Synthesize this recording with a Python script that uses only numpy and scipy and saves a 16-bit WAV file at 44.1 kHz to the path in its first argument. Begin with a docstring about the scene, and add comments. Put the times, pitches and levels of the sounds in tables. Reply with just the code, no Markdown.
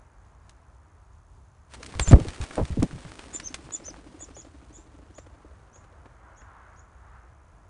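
"""Wing strokes buffet the microphone as partridges burst from the edge of a ploughed field and pass close over.
Feathers and dry grass crackle around them; then the wings whirr away and thin, high alarm notes fade.
Close strokes are growing vortices with turbulence; distant beats are short falling hums, slaps and clicks.
Notes are gliding two-voiced tones with echoes; grass, wake, wind and the quiet farmland are shaped noise."""
import sys
import numpy as np
from scipy import signal
from scipy.fft import rfft, irfft
from scipy.io import wavfile
from scipy.ndimage import uniform_filter1d

SR = 44100
rng = np.random.default_rng(int(sys.argv[2]) if len(sys.argv) > 2 else 0)


def master(y):
    """Save y as 16-bit WAV."""
    cut = np.clip(np.atleast_2d(y).T, -1, 1)
    pcm = np.round(cut * 32767)  # scale
    wavfile.write(sys.argv[1], SR, pcm.astype(np.int16))


N = 339129
TIME = np.arange(N) / SR  # s

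# Far wind over the hills: (time [s], level [dB])
WIND_LEVEL = [(0, -62), (1.45, -67), (5.0, -64), (5.8, -60), (7.69, -62)]
# Spectrum of that wind: (frequency [Hz], level [dB])
WIND_SPECTRUM = [(120, -26.5), (200, -7), (310, -1.5), (379, -5.5), (675, 0.5), (727, -2), (1230, -1.5),
                 (1680, -6.5), (2610, -18.5), (4000, -32.5), (5200, -48), (8800, -120)]
# Gusts in the far scrub: (time [s], peak level [dB], half width to 1/e [s])
SCRUB_GUSTS = [(6.27, -60, 0.064), (6.579, -54, 0.26), (7.14, -56.5, 0.14)]
# Spectrum of the gusts: (frequency [Hz], level [dB])
GUST_SPECTRUM = [(200, -18), (500, -8), (900, 2.5), (1400, 3.5), (2000, -8.5), (2700, -21), (4000, -29),
                 (8000, -51)]
# Spectrum of the rumble and faint hiss: (frequency [Hz], level [dB])
FLOOR_SPECTRUM = [(12, -63.5), (20, -30), (46, -3.5), (69, -1.5), (116, -12.5), (143, -17.5), (275, -31.5),
                  (429, -29), (464, -48.5), (603, -36.5), (993, -27.5), (2070, -47), (5170, -49.5),
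                  (6550, -49), (10500, -53), (13600, -86), (22000, -120)]
FLOOR_DB = -53
# Spectrum of the pulsing high hiss: (frequency [Hz], level [dB])
BUZZ_SPECTRUM = [(2000, -33.5), (4500, -14), (6500, 9), (8200, -7), (9700, 2.5), (11000, -21)]
BUZZ_HZ = 60

# Nearness of the birds, as the level of their feather noise: (time [s], level [dB])
NEARNESS_CURVE = [(1.7, -98), (1.78, -62), (1.91, -57.5), (1.99, -54.5), (2.49, -54), (2.9, -58),
                  (3.3, -58.5), (4.9, -73), (5.6, -79)]

# Dry snaps of stalks and feathers: (time [s], level [dB], tilt [dB per octave])
LOUD_SNAPS = [(0.494, -48.5, 1.5), (1.8306, -35, -1), (1.8620, -37, 2.5), (1.9230, -39.5, -5),
              (1.9513, -38, -4), (1.9954, -18.5, -2), (2.075, -31, -3), (2.1330, -11, -10.5),
              (2.1997, -34.5, -3), (2.2837, -33, -1.5), (2.334, -40, -2.5), (2.4132, -35.5, -0.5),
              (2.555, -35.5, 0), (2.6517, -38, 0), (2.8280, -28.5, 1), (2.9098, -39.5, -5),
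              (3.0491, -35, -7.5), (3.1177, -38, -3), (3.1917, -36, -3), (3.399, -33, -0.5),
              (3.5425, -27.5, 1), (3.7070, -40, -3.5), (3.9410, -40, -8.5)]
# Spectrum of a snap before its tilt: (frequency [Hz], level [dB])
SNAP_SPECTRUM = [(150, -4), (500, -10.5), (1100, -2.5), (1800, -0.5), (2800, -5), (4000, -4.5),
                 (6000, -7.5), (8500, -9.5), (10500, -17)]
SNAP_DECAY_S = 0.0016
SNAP_LEAD_S = 256 / SR  # silence padded ahead of a snap
SMALL_SNAPS_PER_S = 4.3
SMALL_SNAP_DB, SMALL_SNAP_SPREAD_DB = 15.5, 5.5  # relative to the nearness curve; chance spread
SMALL_SNAP_TILT_DB = -9  # per octave

# Wings brushing through dry grass: (time [s], peak level [dB])
GRASS_SWISHES = [(1.747, -42), (2.118, -32.5), (2.288, -52), (2.442, -42.5), (3.36, -53.5)]
SWISH_RISE_S, SWISH_FALL_S = 0.016, 0.0096
# Spectrum of the grass and feathers: (frequency [Hz], level [dB])
RUSTLE_SPECTRUM = [(120, -11.5), (300, -2), (700, 2), (1100, 3.5), (1800, 1), (2500, -0.5), (4900, -5),
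                   (7000, -7), (9400, -6.5), (10500, -18)]
RUSTLE_DB = 5  # relative to the nearness curve

# Spectrum of the disturbed air: (frequency [Hz], level [dB])
WAKE_SPECTRUM = [(60, -11.5), (150, -1.5), (290, 3), (600, -5.5), (900, -13), (2000, -54.5)]
WAKE_DB, WAKE_FOLLOW = -54, 0.67  # level at a nearness of -60 dB; dB per dB of nearness
TRAIL_DB, TRAIL_S = -31, 0.036  # churned air left by a stroke, relative to it; its decay

# Close wing strokes: (time [s], level [dB], middle pitch [Hz], turbulence before a common lift [dB])
CLOSE_STROKES = [(1.802, -44.5, 467, -18), (1.955, -31.5, 68.3, -18), (1.996, -22.5, 71, -6.5),
                 (2.075, -18.5, 80, -12), (2.111, -12, 134.6, -8.5), (2.129, -2.5, 71.4, -8),
                 (2.130, -11.5, 198.8, -1), (2.16, -25.5, 260, -2), (2.184, -25.5, 288, -11),
                 (2.207, -26, 98, -9), (2.25, -34, 309, -4), (2.27, -31.5, 79.2, -25),
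                 (2.402, -26, 70, -14.5), (2.571, -35, 480, -11), (2.579, -24, 439, 0),
                 (2.586, -26, 509, -1), (2.598, -27, 275, 2.5), (2.613, -20.5, 79.5, -7),
                 (2.704, -22.5, 78.6, -22), (2.772, -22, 196, -30), (2.79, -20, 84.6, -36),
                 (2.823, -15, 218.5, -8), (2.844, -31.5, 268, -31), (2.93, -31.5, 129, -23),
                 (2.955, -36.5, 153, -16), (3.055, -39, 117, -14), (3.642, -44, 134, -17)]
TURBULENCE_LIFT_DB = 2.5
STROKE_S, STROKE_SHRINK = 0.045, 0.49  # length of a 100 Hz vortex; power of pitch that shortens higher ones
SAG_OCTAVES, SAG_OCTAVES_PER_DB = 2.09, 0.035  # pitch fall of a 0 dB vortex; weaker ones fall less
RAGGED = 0.35  # irregular swirl, relative to a vortex's own swing

# Alarm notes: (time [s], length [s], level [dB], entry pitch [Hz], held pitch [Hz], upper voice [dB])
# Pitches are those of the direct sound; the upper voice is relative to the note.
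CALLS = [(1.997, 0.05, -31.5, 9360, 7340, -2.5), (2.023, 0.061, -41.5, 6970, 6300, 2),
         (2.069, 0.033, -28.5, 8120, 7125, -36), (3.329, 0.046, -30.5, 6440, 7100, -7),
         (3.431, 0.058, -33.5, 5700, 6260, -33), (3.718, 0.049, -29, 6470, 7020, -11),
         (3.835, 0.0757, -39.5, 5060, 6100, -4), (4.19, 0.061, -41, 6350, 6970, -7),
         (4.344, 0.08, -44.5, 5330, 6840, -29), (4.726, .054, -50.5, 5885, 6920, -11),
         (5.139, 0.063, -54, 5500, 6870, -18), (5.727, 0.056, -56.5, 5760, 6640, -8),
         (6.357, 0.062, -59.5, 5300, 6720, -12), (6.758, 0.053, -62, 5150, 6640, -22.5)]
# Course of one note, before loudness scales its arch: (share of its length, level [dB])
CALL_SWELL = [(0, -14.5), (.1, -11.5), (.28, -7.5), (.38, -2.5), (.72, 1.5), (.88, -7), (1, -6.5)]
NOTE_EXIT = 0.76  # share of the held pitch at which a note ends
ROUGH_FAINT, ROUGH_LOUD = 0.46, 0.3  # roughness (0-1) of the faintest and the loudest notes
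NEAR_DOPPLER, FAR_DOPPLER = 1.018, 1.065  # pitch ratios of the echoes

# The departing birds: (first beat [s], last beat limit [s], first beat period [s], slowing [s per beat])
HUM_BIRD = (3.101, 5.4, .0799, 0)
SLAP_BIRD = (3.719, 5.95, .0806, .00008)
# Strength of the humming bird's beats, before chance differences: (time [s], level [dB])
HUM_STRENGTH = [(3.1, -51), (3.3, -39.5), (3.85, -42), (4.03, -41), (4.65, -45.5), (4.9, -47), (5.4, -53.5)]
# Strength of the slapping bird's beats, before chance differences: (time [s], level [dB])
SLAP_STRENGTH = [(3.72, -45.5), (3.9, -37.5), (4.05, -53), (4.42, -38.5), (4.55, -66), (5.08, -58),
                 (5.19, -37), (5.37, -58), (5.68, -59), (5.77, -46), (5.93, -55)]
BEAT_SPREAD_DB, BEAT_SPREAD_OCTAVES = 0.7, 0.07  # chance differences from beat to beat
FLICK_TILT_DB = -4.5  # per octave, of the feather click that starts each beat

# Soft dull knocks: (time [s], level [dB], tilt [dB per octave])
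DULL_KNOCKS = [(4.985, -43.5, -17), (5.446, -44.5, -17), (6.055, -46, -1.5), (6.414, -49.5, -1.5)]
# Spectrum of a knock before its tilt: (frequency [Hz], level [dB])
KNOCK_SPECTRUM = [(100, -5), (280, 2), (600, -3), (1400, -2), (2500, -12), (5000, -24), (10000, -33)]

EDGE_HZ = 10600  # upper band limit


def amp(db):
    """Decibels to gain."""
    return 10 ** (np.asarray(db) / 20)


def unit(x):
    """Scales to rms 1."""
    return x / np.sqrt(np.mean(x ** 2) + 1e-20)


def curve(x, table):
    """Reads a two-column table at x, in straight lines between its points."""
    return np.interp(x, *np.transpose(table))


def add(mix, s, sound):
    """Mixes a sound in at time s."""
    part = mix[max(round(s * SR), 0):][:len(sound)]
    part += sound[:len(part)]


def colour(x, points, tilt_db=0):
    """Filters by a spectrum, tilted by some dB per octave about 3 kHz (flat tilt below 500 Hz)."""
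    hz, db = np.transpose(points)
    f = np.fft.rfftfreq(len(x), 1 / SR) + 1
    shape_db = np.interp(np.log(f), np.log(hz), db)
    slope_db = tilt_db * np.log2(np.maximum(f, 500) / 3000)
    return irfft(rfft(x) * amp(shape_db + slope_db), len(x))


def eddies(size, hz, steep=4):
    """Unit noise that falls away above hz."""
    f = np.fft.rfftfreq(size, 1 / SR)
    spectrum = rfft(rng.standard_normal(size))
    return unit(irfft(spectrum / np.sqrt(1 + (f / hz) ** steep), size))


def nearness_db(s):
    """How near the birds are at time s; they are silent before the flush and fade after the curve ends."""
    when, db = np.transpose(NEARNESS_CURVE)
    return np.interp(s, when, db, left=-160) - 15 * np.maximum(s - when[-1], 0)


def farmland():
    """A low rumble and faint hiss, under far wind that swells slowly and brightens in gusts."""
    floor = unit(colour(rng.standard_normal(N), FLOOR_SPECTRUM))
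    floor = amp(FLOOR_DB) * floor * amp(1.1 * eddies(N, 5.1))
    wind = unit(colour(rng.standard_normal(N), WIND_SPECTRUM))
    wind = wind * amp(0.8 * eddies(N, 1.7)) * amp(curve(TIME, WIND_LEVEL))
    gusts = unit(colour(rng.standard_normal(N), GUST_SPECTRUM))
    gusting = sum(amp(db) * np.exp(-((TIME - s) / width) ** 2) for s, db, width in SCRUB_GUSTS)
    return floor + wind + gusts * gusting


def buzz():
    """A very faint high hiss that pulses evenly."""
    pulses = np.exp(-(TIME * BUZZ_HZ % 1) / 0.13)
    return amp(-79) * unit(colour(rng.standard_normal(N) * pulses, BUZZ_SPECTRUM))


def snap(db, tilt_db):
    """A crack, then a short crumble of smaller fractures, levelled by its loudest 2 ms."""
    t = np.arange(4096) / SR
    grain = rng.standard_normal(len(t)) * amp(4.5 * eddies(len(t), 900))
    crumble = 0.13 * np.exp(-t / 0.012)
    fade = np.minimum(t / 0.0009, 1) * (np.exp(-t / SNAP_DECAY_S) + crumble)
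    crack = colour(np.pad(grain * fade, 256), SNAP_SPECTRUM, tilt_db)
    return amp(db) * crack / np.sqrt(uniform_filter1d(crack ** 2, size=88).max())


def snaps():
    """Stalks and feathers crack loudly, among small chance snaps that fade as the birds leave."""
    out = np.zeros(N)
    times = np.cumsum(rng.uniform(0.3, 1.7, size=64)) / SMALL_SNAPS_PER_S
    luck_db = SMALL_SNAP_SPREAD_DB * rng.standard_normal(len(times))
    levels = nearness_db(times) + SMALL_SNAP_DB + luck_db
    small = [(s, db, SMALL_SNAP_TILT_DB) for s, db in zip(times, levels)]
    for s, db, tilt_db in LOUD_SNAPS + small:
        add(out, s - SNAP_LEAD_S, snap(db, tilt_db))
    return out


def rustle():
    """A soft brushing with many tiny ticks in it; it follows the birds' nearness and swells at each swish."""
    struck = rng.random(N) < 700 / SR  # about 700 ticks per second
    tick_db = 3.4 * np.minimum(rng.exponential(1, N), 3.5)
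    ticks = rng.standard_normal(N) * struck * amp(tick_db)
    brush = rng.standard_normal(N) * amp(2.0 * eddies(N, 28))
    level = amp(nearness_db(TIME) + RUSTLE_DB)
    for s, db in GRASS_SWISHES:
        distance = np.maximum((s - TIME) / SWISH_RISE_S, (TIME - s) / SWISH_FALL_S)
        level = level + amp(db) * np.exp(-distance)
    return level * unit(colour(unit(brush) + 0.83 * unit(ticks), RUSTLE_SPECTRUM))


def wake():
    """A low, lumpy rush of disturbed air that follows the birds and lingers after each close stroke."""
    rush = unit(colour(rng.standard_normal(N), WAKE_SPECTRUM)) * amp(2 * eddies(N, 25))
    steady = amp(WAKE_DB + WAKE_FOLLOW * (nearness_db(TIME) + 60))
    trails = np.zeros(N)
    for s, db, _, _ in CLOSE_STROKES:
        trails += amp(db + TRAIL_DB) * (TIME > s) * np.exp(-abs(TIME - s) / TRAIL_S)
    return rush * np.hypot(steady, trails)


def vortex(first_hz, last_hz, length, rise):
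    """Air shed by a wing: a few pressure swings whose period grows as the eddy widens, and their envelope."""
    u = np.linspace(0, 1, int(length * SR))
    period = (1 - u) / first_hz + u / last_hz
    turns = np.cumsum(1 / period) / SR
    swell = np.sin(np.pi / 2 * np.minimum(u / rise, 1)) * np.cos(np.pi / 2 * u)
    return np.sin(2 * np.pi * turns), swell


def close_wings():
    """Each stroke throws a vortex on the microphone, with a slow push beneath and turbulence at its front."""
    out = np.zeros(N)
    for s, db, hz, turbulence_db in CLOSE_STROKES:
        sag = 2 ** (max(SAG_OCTAVES + SAG_OCTAVES_PER_DB * db, 0) / 2)
        first_hz, last_hz = hz * sag, hz / sag
        length = STROKE_S * (100 / hz) ** STROKE_SHRINK
        swing, swell = vortex(first_hz, last_hz, length, rise=0.04)
        t = np.arange(len(swing)) / SR
        puff = eddies(len(t), 650 + 0.139 * first_hz, steep=7.1) * np.exp(-t / 0.0096)
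        # the finest eddies die first
        tear = 0.12 * eddies(len(t), 2220, steep=12.0) * np.exp(-t / 0.0057)
        turbulence = amp(turbulence_db + TURBULENCE_LIFT_DB) * (puff + tear)
        swirl = RAGGED * eddies(len(t), 1.32 * first_hz, steep=9.1)
        push = 0.63 * np.sin(2 * np.pi * 39 * t) / (1 + (last_hz / 110) ** 2)
        add(out, s, amp(db) * swell * (swing + swirl + push + turbulence))
    return out


def alarm_notes(doppler=1):
    """The syrinx rises or drops to a held tone and breaks downwards; its other side adds a higher whistle."""
    out = np.zeros(N)
    for s, length, db, entry_hz, held_hz, upper_db in CALLS:
        u = np.linspace(0, 1, int(length * SR))
        exit_hz = NOTE_EXIT * held_hz
        rough = np.interp(db, [-50, -30], [ROUGH_FAINT, ROUGH_LOUD])
        course = [entry_hz, (entry_hz + held_hz) / 2, held_hz, held_hz, (exit_hz + held_hz) / 2, exit_hz]
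        hz = doppler * np.interp(u, [0, 0.18, 0.24, 0.82, 0.9, 1], course)
        hops = 1 - 0.08 * (rough * eddies(len(u), 160) > 0.7)  # brief downward breaks in pitch
        jitter = 1 + 0.04 * rough * eddies(len(u), 270)
        turns = np.cumsum(hz * hops * jitter) / SR
        # the octave carries the note; the fundamental beneath it is weak, most of all in low, loud notes
        below_db = np.interp(held_hz, [6200, 7000], [-7, 0]) + np.interp(db, [-47, -32], [-15, -22])
        voice = np.sin(2 * np.pi * turns) + amp(below_db) * np.sin(np.pi * turns)
        arch = np.interp(db, [-56, -36], [0.65, 1.2])  # loud notes swell more in the middle
        flutter_db = (2.0 + 2.9 * rough) * eddies(len(u), 200)
        voice *= amp(arch * curve(u, CALL_SWELL) + flutter_db)
        upper_hz = doppler * held_hz * (1.2 - 0.2 * u) * (1 + 0.01 * eddies(len(u), 400))
        whistle = np.sin(2 * np.pi * np.cumsum(upper_hz) / SR)
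        upper = amp(upper_db) * whistle * np.exp(-((u - 0.36) / 0.12) ** 2)
        add(out, s, amp(db) * (voice + upper) * signal.windows.tukey(len(u), 0.1))
    return out


def scatter(x, t60, delay=0.0013):
    """Clods and bushes return a thin cloud of echoes, decaying by 60 dB in t60 seconds."""
    t = np.arange(SR // 2) / SR
    present = (rng.random(len(t)) < 3000 / SR) * (t > delay)
    taps = rng.standard_normal(len(t)) * present * amp(-60 * t / t60)
    return signal.fftconvolve(x, taps / np.linalg.norm(taps))[:N]


def far_wings(flight, level, pitch_hz, length, flick_db):
    """Each regular downstroke hums briefly with a falling pitch; hard, high strokes slap more; each clicks."""
    out = np.zeros(N)
    s, last_s, period, slowing = flight
    while s < last_s:
        luck, detune = rng.standard_normal(2)
        db = curve(s, level) + BEAT_SPREAD_DB * luck
        hz = pitch_hz * 2 ** (BEAT_SPREAD_OCTAVES * detune)
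        hardness = (hz / 1000) ** 2
        swing, swell = vortex(hz * (1 + hardness), hz / (1 + hardness), length, rise=0.56)
        flutter = amp(2.6 * eddies(len(swing), 120))
        slap = (0.18 + 1.1 * hardness) * eddies(len(swing), 820, steep=2.6)
        add(out, s, amp(db) * swell * (swing * flutter + slap))
        add(out, s - SNAP_LEAD_S, snap(db + flick_db, FLICK_TILT_DB))
        s += period
        period += slowing
    return out


def knocks():
    """Short thuds with no ring: bursts of noise that rise and die within milliseconds."""
    out, t = np.zeros(N), np.arange(4096) / SR
    for s, db, tilt_db in DULL_KNOCKS:
        thud = unit(colour(rng.standard_normal(len(t)), KNOCK_SPECTRUM, tilt_db))
        add(out, s, amp(db) * thud * (t / 0.0047) * np.exp(1 - t / 0.0043))
    return out


def scene():
    """Direct sound fades as the birds leave, so the echoes gain on it."""
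    notes, cracks = alarm_notes(), snaps()
    hum = far_wings(HUM_BIRD, HUM_STRENGTH, pitch_hz=301.5, length=0.026, flick_db=-20)
    slaps = far_wings(SLAP_BIRD, SLAP_STRENGTH, pitch_hz=531, length=0.012, flick_db=-8.5)
    wings = hum + slaps
    # the birds fly towards the ground ahead, so its echo comes back higher than the direct note
    near_echo = amp(-8.5) * scatter(alarm_notes(NEAR_DOPPLER), t60=0.1)
    near_echo = near_echo + amp(-19) * scatter(wings + cracks, t60=0.13)
    remote = amp(np.interp(TIME, [3.3, 4.2, 4.8, 6.5], [-37, -23, -7.0, -10]))
    far_echo = scatter(alarm_notes(FAR_DOPPLER) * remote, t60=0.25, delay=0.02)
    birds = close_wings() + wings + wake() + notes + near_echo + far_echo
    return (birds + cracks + rustle() + knocks() + farmland() + buzz())[None]


def record(dry):
    """The hardest gust overloads the microphone input, which limits smoothly; then the band limit."""
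    limited = dry / (1 + dry ** 8) ** (1 / 8)
    lowpass = signal.firwin(301, EDGE_HZ, window=("kaiser", 8), fs=SR)
    return signal.oaconvolve(limited, lowpass[None], "same")


dry = scene()
out = record(dry)
master(out)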